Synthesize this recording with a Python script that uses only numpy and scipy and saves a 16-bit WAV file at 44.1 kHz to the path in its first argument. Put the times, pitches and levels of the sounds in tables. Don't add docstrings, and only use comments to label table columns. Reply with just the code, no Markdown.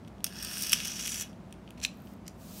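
import sys
import numpy as np
from scipy import signal
from scipy.fft import rfft, irfft
from scipy.io import wavfile
from scipy.ndimage import map_coordinates

SR = 44100
rng = np.random.default_rng(int(sys.argv[2]) if len(sys.argv) > 2 else 0)


def store_pcm(level_fs):
    pcm = np.round(np.clip(level_fs, -1, 1) * 32767).astype(np.int16)
    wavfile.write(sys.argv[1], SR, np.atleast_2d(pcm).T)


def volts(x):
    e = np.asarray(x, float) / 20
    return 10 ** e


N = 114660


def rolling_car():
    # (time [s], level [dB], chassis [dB], axle pins [dB], side facing the microphone [0-1])
    long_roll = [
        (.262, -54, 2, 3, 0.8),
        (.31, -57.5, 8, -3, 0.22),
        (.43, -44, 3.5, -4, 0.26),
        (.6, -38.5, -1.5, 1.5, 0.52),
        (.74, -38.5, 2, -4, 0.75),
        (.95, -39.5, -3, -7.5, 0.78),
        (1.07, -37.5, -3, -3, 0.87),
        (1.226, -38, -4.5, -1, 0.92),
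        (1.238, -53.5, 7, -8.5, 0.86),
        (1.32, -71, 2.5, -4, 0.3),
    ]
    # (time [s], peak [dB], chassis [dB], axle pins [dB])
    carried = [
        (.048, -51, 12.5, -17),
        (.076, -49, 12, -2),
        (.081, -43.5, 4, -4.5),
        (.182, -56, 12, -9),
        (.205, -50, 12, -9),
        (.236, -54, 15, -4),
    ]
    # (time [s], peak [dB], chassis [dB], axle pins [dB])
    on_the_way = [(0.325, -32, 5.5, -13), (0.335, -33.5, 1.5, -6), (.357, -28, -8, -14),
                  (.388, -29, -12, -8), (0.398, -36, -7, -8), (0.4252, -25.5, -2, -3),
                  (0.428, -29.5, 6, 6.5), (0.4468, -25, 2.5, 7), (.449, -28.5, 7, 5), (0.434, -29, -2.5, 4),
                  (0.492, -34, -5, 3), (0.549, -40, -12, -2), (0.582, -26, -5, 5), (.609, -27, -3, 0),
                  (.684, -28, -8, 5), (.705, -27, -5, 3), (0.711, -32, -6, 0), (0.5705, -26, 8, 2.5),
                  (.597, -33, -2, -17), (.6226, -16, -13, 5), (.632, -22.5, -3.5, 7.5),
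                  (0.636, -16, -5, -6), (0.669, -17, -19, -1), (.695, -17, -6, 1.5),
                  (0.802, -27, 11.5, -14), (0.8496, -20.5, -9, -1), (.854, -17, -3.5, -6),
                  (0.802, -32, -4, 2), (.822, -36, -8, 6), (.873, -28, 0, 8), (0.8802, -18, -9, -5),
                  (.898, -30, -8, 3), (0.917, -23, -14, -8), (1.0, -30.5, 8, -2), (1.005, -27, -1, 2),
                  (1.025, -19, -21, -15), (1.0607, -21, -0.5, 3), (1.0737, -19.5, -3, 2.5),
                  (1.078, -23, 9, 2), (1.092, -22, -4, 1), (1.104, -36, -13, -6), (1.159, -28, -5, 6),
                  (1.168, -28, -1, 4), (1.181, -29, -3, 3), (1.198, -21, -7, -2), (1.119, -15.5, -14, -11),
                  (1.143, -20.5, -1, 3.5), (1.211, -30, -5, -5), (1.222, -23, -1, 4.5)]
    # (time [s], peak [dB], chassis [dB], axle pins [dB])
    landing = [
        (0.243, -13, -3.5, 6.5),
        (.2436, -18, -3, -1),
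        (.2495, -27, 2, -14),
        (.258, -47, 3, -2),
        (.2655, -24, -1, -2),
        (.267, -26, -8, -10),
    ]
    # (time [s], peak [dB], chassis [dB], axle pins [dB])
    jolt = [(0.7194, -28.5, 3.5, 3.5), (0.7201, -17, -2, 9), (0.7256, -22, -10.5, -3.5),
            (0.7272, -11.5, -14, -4), (0.7285, -15, -16.5, -7), (0.7305, -11.5, 3.5, 6.5),
            (0.7314, -7, 5.5, 1.5), (0.7323, -14, -10.5, -1.5), (.7343, -13, -10.5, 3),
            (.736, -17, -7.5, 1.5), (0.743, -22.5, 3, -6.5), (.7475, -31, -2, -1)]
    # (frequency [Hz], width [Hz], level [dB])
    rolling_chassis = [(1204, 750, -11.5), (1690, 427, -6), (2150, 320, -8.5), (2540, 270, -3),
                       (2946, 220, -3.5), (3320, 125, -1.5), (3960, 720, -12)]
    landing_chassis = [(1120, 600, -6.5), (2000, 900, -6), (2700, 460, 1.5), (3370, 270, -1),
                       (4190, 700, -10.5)]
    jolt_chassis = [(1753, 500, -7), (2280, 500, -3.5), (2830, 385, 2.5), (3460, 290, -1),
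                    (3670, 500, -11.5)]

    side = in_time(long_roll)[3]
    car = rolling(long_roll, rolling_chassis) + knocks(carried + on_the_way, side, rolling_chassis)
    car = car + knocks(landing, 0.64, landing_chassis) + knocks(jolt, 0.73, jolt_chassis)
    return car + floor_echo(car, side)


def held_car():
    # (time [s], level [dB], chassis [dB], axle pins [dB], side facing the microphone [0-1])
    nudge = [
        (1.775, -69.5, 6.5, -4, 0.7),
        (1.81, -73, 4, 9, 0.85),
        (1.83, -37.5, -6.5, -11, 0.9),
        (1.85, -33, -16, -19, 0.8),
        (1.875, -75.5, -7, -4, .8),
    ]
    # (time [s], peak [dB], chassis [dB], axle pins [dB])
    clack = [
        (1.78, -45, -4, -7),
        (1.801, -35, -6, -13),
        (1.8148, -36.5, 3, -4),
        (1.8262, -41, -7, -8),
        (1.8312, -32, -10, 6),
        (1.8392, -23, 0, 0.5),
        (1.8435, -40, -9, -12),
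        (1.8494, -20, 12, 1.5),
        (1.8502, -27, 11.5, 2),
        (1.8615, -29, -8, 0),
    ]
    # (time [s], peak [dB], chassis [dB], axle pins [dB])
    ticks = [
        (1.33, -57, 14.5, 1),
        (1.508, -56.5, 3.5, 5),
        (1.5255, -39, 4.5, 7),
        (1.5395, -57.5, 13, -6.5),
        (1.6765, -51.5, 16, -12),
        (1.6895, -55.5, 15, -11.5),
        (1.7058, -43, 7.5, 8),
        (2.001, -58, 10, 0),
        (2.072, -52.5, 13.5, -4),
        (2.137, -54.5, -8, 1),
    ]
    # (time [s], peak [dB], chassis [dB], axle pins [dB])
    rocking = [
        (2.256, -55.5, 5.5, -9.5),
        (2.264, -44.5, 1, -7),
        (2.268, -43, 5, -7),
        (2.2785, -36, -4.5, 8),
        (2.2798, -31, 0.5, -2),
        (2.294, -47, -5, -2),
    ]
    # (frequency [Hz], width [Hz], level [dB])
    held_chassis = [(1520, 230, -11), (2510, 540, 5), (3470, 450, -0.5), (4150, 520, 2), (4300, 560, -8)]
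    resting_chassis = [(2120, 500, -5.5), (2590, 280, 6.5), (3120, 420, 3), (3480, 430, -1),
                       (4590, 480, -11)]
    rocking_chassis = [(1940, 210, 5), (2210, 330, 5), (2860, 270, 0), (4030, 200, -4), (4960, 280, 0.5)]

    car = rolling(nudge, held_chassis) + knocks(clack, 0.93, held_chassis)
    return car + knocks(ticks, 0.92, resting_chassis) + knocks(rocking, 0.98, rocking_chassis)


def rolling(curve, chassis):
    grit_per_s, grit_spread_db = 5000, 3.5
    slaps_per_s, slap_db, slap_spread_db, slap_fade_s = 260, -7.5, 3.5, 0.0027
    own_slap_db = -0.5

    db, chassis_db, pin_db, side, moving = in_time(curve)
    sizes = volts(grit_spread_db * np.minimum(rng.exponential(1, (3, N)), 4))
    sizes = sizes * rng.choice([-1, 1], (3, N))
    grit = rms_one(sizes * (rng.random((3, N)) < grit_per_s / SR))

    slap_sizes = volts(slap_db + slap_spread_db * rng.standard_normal(N))
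    slaps = (rng.random(N) < slaps_per_s / SR) * slap_sizes
    slaps = slaps * volts(own_slap_db * rng.standard_normal((3, N)))

    force = rms_one(grit * (1 + dying(slaps, slap_fade_s))) * volts(db + 13.5) * moving
    return shell(force * volts([0 * db, chassis_db, pin_db]), side, chassis)


def knocks(rows, side, chassis):
    chatter_db, chatter_s = -17, 0.0015
    part_db = [[0], [-8], [0]]

    s, db, chassis_db, pin_db = np.transpose(rows)
    peaks = volts(db + 19 + np.array([0 * db, chassis_db, pin_db]))
    clicks = np.zeros((3, N))
    np.add.at(clicks, (slice(None), (s * SR).astype(int)), peaks)
    chatter = dying(clicks, chatter_s) * rng.choice([-1, 1], (3, N))
    return shell(clicks + volts(chatter_db) * volts(part_db) * chatter, side, chassis)


def shell(forces, side, chassis):
    # (frequency [Hz], width [Hz], level [dB])
    far_side = [(4640, 248, -2.4), (5150, 280, 1), (5656, 414, -0.16)]
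    near_side = [(5543, 78, -3), (5916, 214, 3.5), (6110, 683, -4.5)]
    roof = [(1700, 400, -10), (6900, 410, -0.5), (7670, 1100, -7)]
    far_pins = [(8890, 1100, -4), (9294, 560, -5.5), (12160, 4000, -13.5), (13400, 900, -12),
                (14600, 900, -15.5)]
    near_pins = [(8220, 360, -19.5), (9553, 300, -6), (11300, 1200, -16), (13900, 1100, -15),
                 (15300, 1800, -22.5)]

    panel_force, chassis_force, pin_force = forces
    far = np.sqrt(1 - np.clip(side, 0, 1))
    near = np.sqrt(np.clip(side, 0, 1))
    panels = resonate(panel_force * far, far_side) + resonate(panel_force * near, near_side)
    panels = panels + resonate(panel_force * near ** 8, roof)
    pins = resonate(pin_force * far, far_pins) + resonate(pin_force * near, near_pins)
    low_modes = resonate(chassis_force * (0.24 + far), chassis[:2])
    high_modes = resonate(chassis_force * near, chassis[2:])
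    return panels + pins + low_modes + high_modes


def fingers():
    # (time [s], level [dB])
    slide = [
        (1.88, -80),
        (1.95, -80),
        (2.08, -65.5),
        (2.14, -67),
        (2.16, -93.5),
        (2.37, -72.5),
        (2.41, -59),
        (2.52, -53),
        (2.6, -47),
    ]
    # (time [s], peak [dB])
    skin_snaps = [(1.9408, -51), (1.954, -54), (1.972, -49), (1.9865, -52), (2.0027, -49), (2.0201, -42),
                  (2.0441, -53), (2.0545, -49), (2.061, -48), (2.1369, -49), (2.165, -57)]
    # (frequency [Hz], level per Hz [dB])
    skin = [(1470, -21.5), (2500, -1.5), (2920, -2), (5520, 1.5), (11800, -2), (13900, 2), (16000, -3)]

    db, moving = in_time(slide)
    s, snap_db = np.transpose(skin_snaps)
    clicks = np.zeros(N)
    clicks[(s * SR).astype(int)] = volts(snap_db + 3.5)
    bursts = dying(clicks, 0.00053) * rng.standard_normal(N)
    snaps = resonate(bursts, [(10000, 3200, -17), (13700, 2100, 1.0)])
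    return volts(db) * moving * coloured(skin) + snaps


def floor_echo(x, side):
    far_lag_s, near_lag_s = 0.00034, 0.000275
    lag = far_lag_s + (near_lag_s - far_lag_s) * side
    return volts(-22) * map_coordinates(x, [np.arange(N) - lag * SR], order=3)


def room(x):
    near_t60_s, near_db = 0.15, -14.5
    room_t60_s, room_db = 0.35, -19

    t = np.arange(SR // 2) / SR
    near, late, bright = rng.standard_normal((3, len(t)))
    dull = signal.lfilter(*signal.butter(1, 9000, fs=SR), late)
    tail = dull * volts(-60 * t / room_t60_s) + 0.86 * bright * volts(-100 * t / room_t60_s)
    tail = tail * np.clip(t / 0.0013, 0, 1)
    near = near * volts(-60 * t / near_t60_s) * np.clip(t / 0.004, 0, 1)
    echo = volts(near_db) * near / np.linalg.norm(near) + volts(room_db) * tail / np.linalg.norm(tail)
    return signal.fftconvolve(x, echo)[:N]


def room_tone():
    # (frequency [Hz], level per Hz [dB])
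    hum = [(22, -43), (36, -29.5), (50, -9), (100, -9), (199, -0.5), (426, -18.5), (1010, -19),
           (4000, -46.5), (16000, -62.5)]
    # (frequency [Hz], width [Hz], level [dB])
    machines = [(60.3, 4.1, -58), (97, 14, -58), (192, 41.5, -51), (232, 36, -63), (365, 48, -64),
                (638, 110, -62.5)]

    drones = 0
    for hz, width, db in machines:
        drone = resonate(rng.standard_normal(N), [(hz, width, 0)])
        drones = drones + volts(db) * rms_one(drone)
    return volts(-52) * coloured(hum) + drones


def rms_one(x):
    return x / np.sqrt(np.mean(x ** 2) + 1e-20)


def in_time(rows):
    s, *columns = np.transpose(rows)
    t = np.arange(N) / SR
    inside = (t >= s[0]) & (t <= s[-1] + .001)
    return [np.interp(t, s, c) for c in columns] + [inside]


def resonate(x, peaks):
    out = 0
    for k, (hz, width, db) in enumerate(peaks):
        r = np.exp(-np.pi * width / SR)
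        b = [(1 - r * r) / 2, 0, (r * r - 1) / 2]
        a = [1, -2 * r * np.cos(2 * np.pi * hz / SR), r * r]
        out = out + (-1) ** k * volts(db) * signal.lfilter(b, a, x + 1e-18)
    return out


def dying(clicks, seconds):
    return signal.lfilter([1], [1, -np.exp(-1 / (seconds * SR))], clicks + 1e-18)


def coloured(spectrum):
    hz, db = np.transpose(spectrum)
    grid = np.fft.rfftfreq(N, 1 / SR) + 1
    gain = volts(np.interp(np.log(grid), np.log(hz), db, left=-60))
    return rms_one(irfft(rfft(rng.standard_normal(N)) * gain, N))


def scene():
    car = rolling_car() + held_car() + fingers()
    car = signal.sosfilt(signal.butter(2, 1100, "high", fs=SR, output="sos"), car)
    return (car + room(car) + room_tone())[None]


def roll_off(x):
    return signal.sosfilt(signal.butter(12, 16860, fs=SR, output="sos"), x)


def record(dry):
    low_pass = signal.ellip(10, .1, 50, 15750, fs=SR, output="sos")
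    cut = signal.sosfilt(low_pass, dry)
    return roll_off(cut)


dry = scene()
out = record(dry)
store_pcm(out)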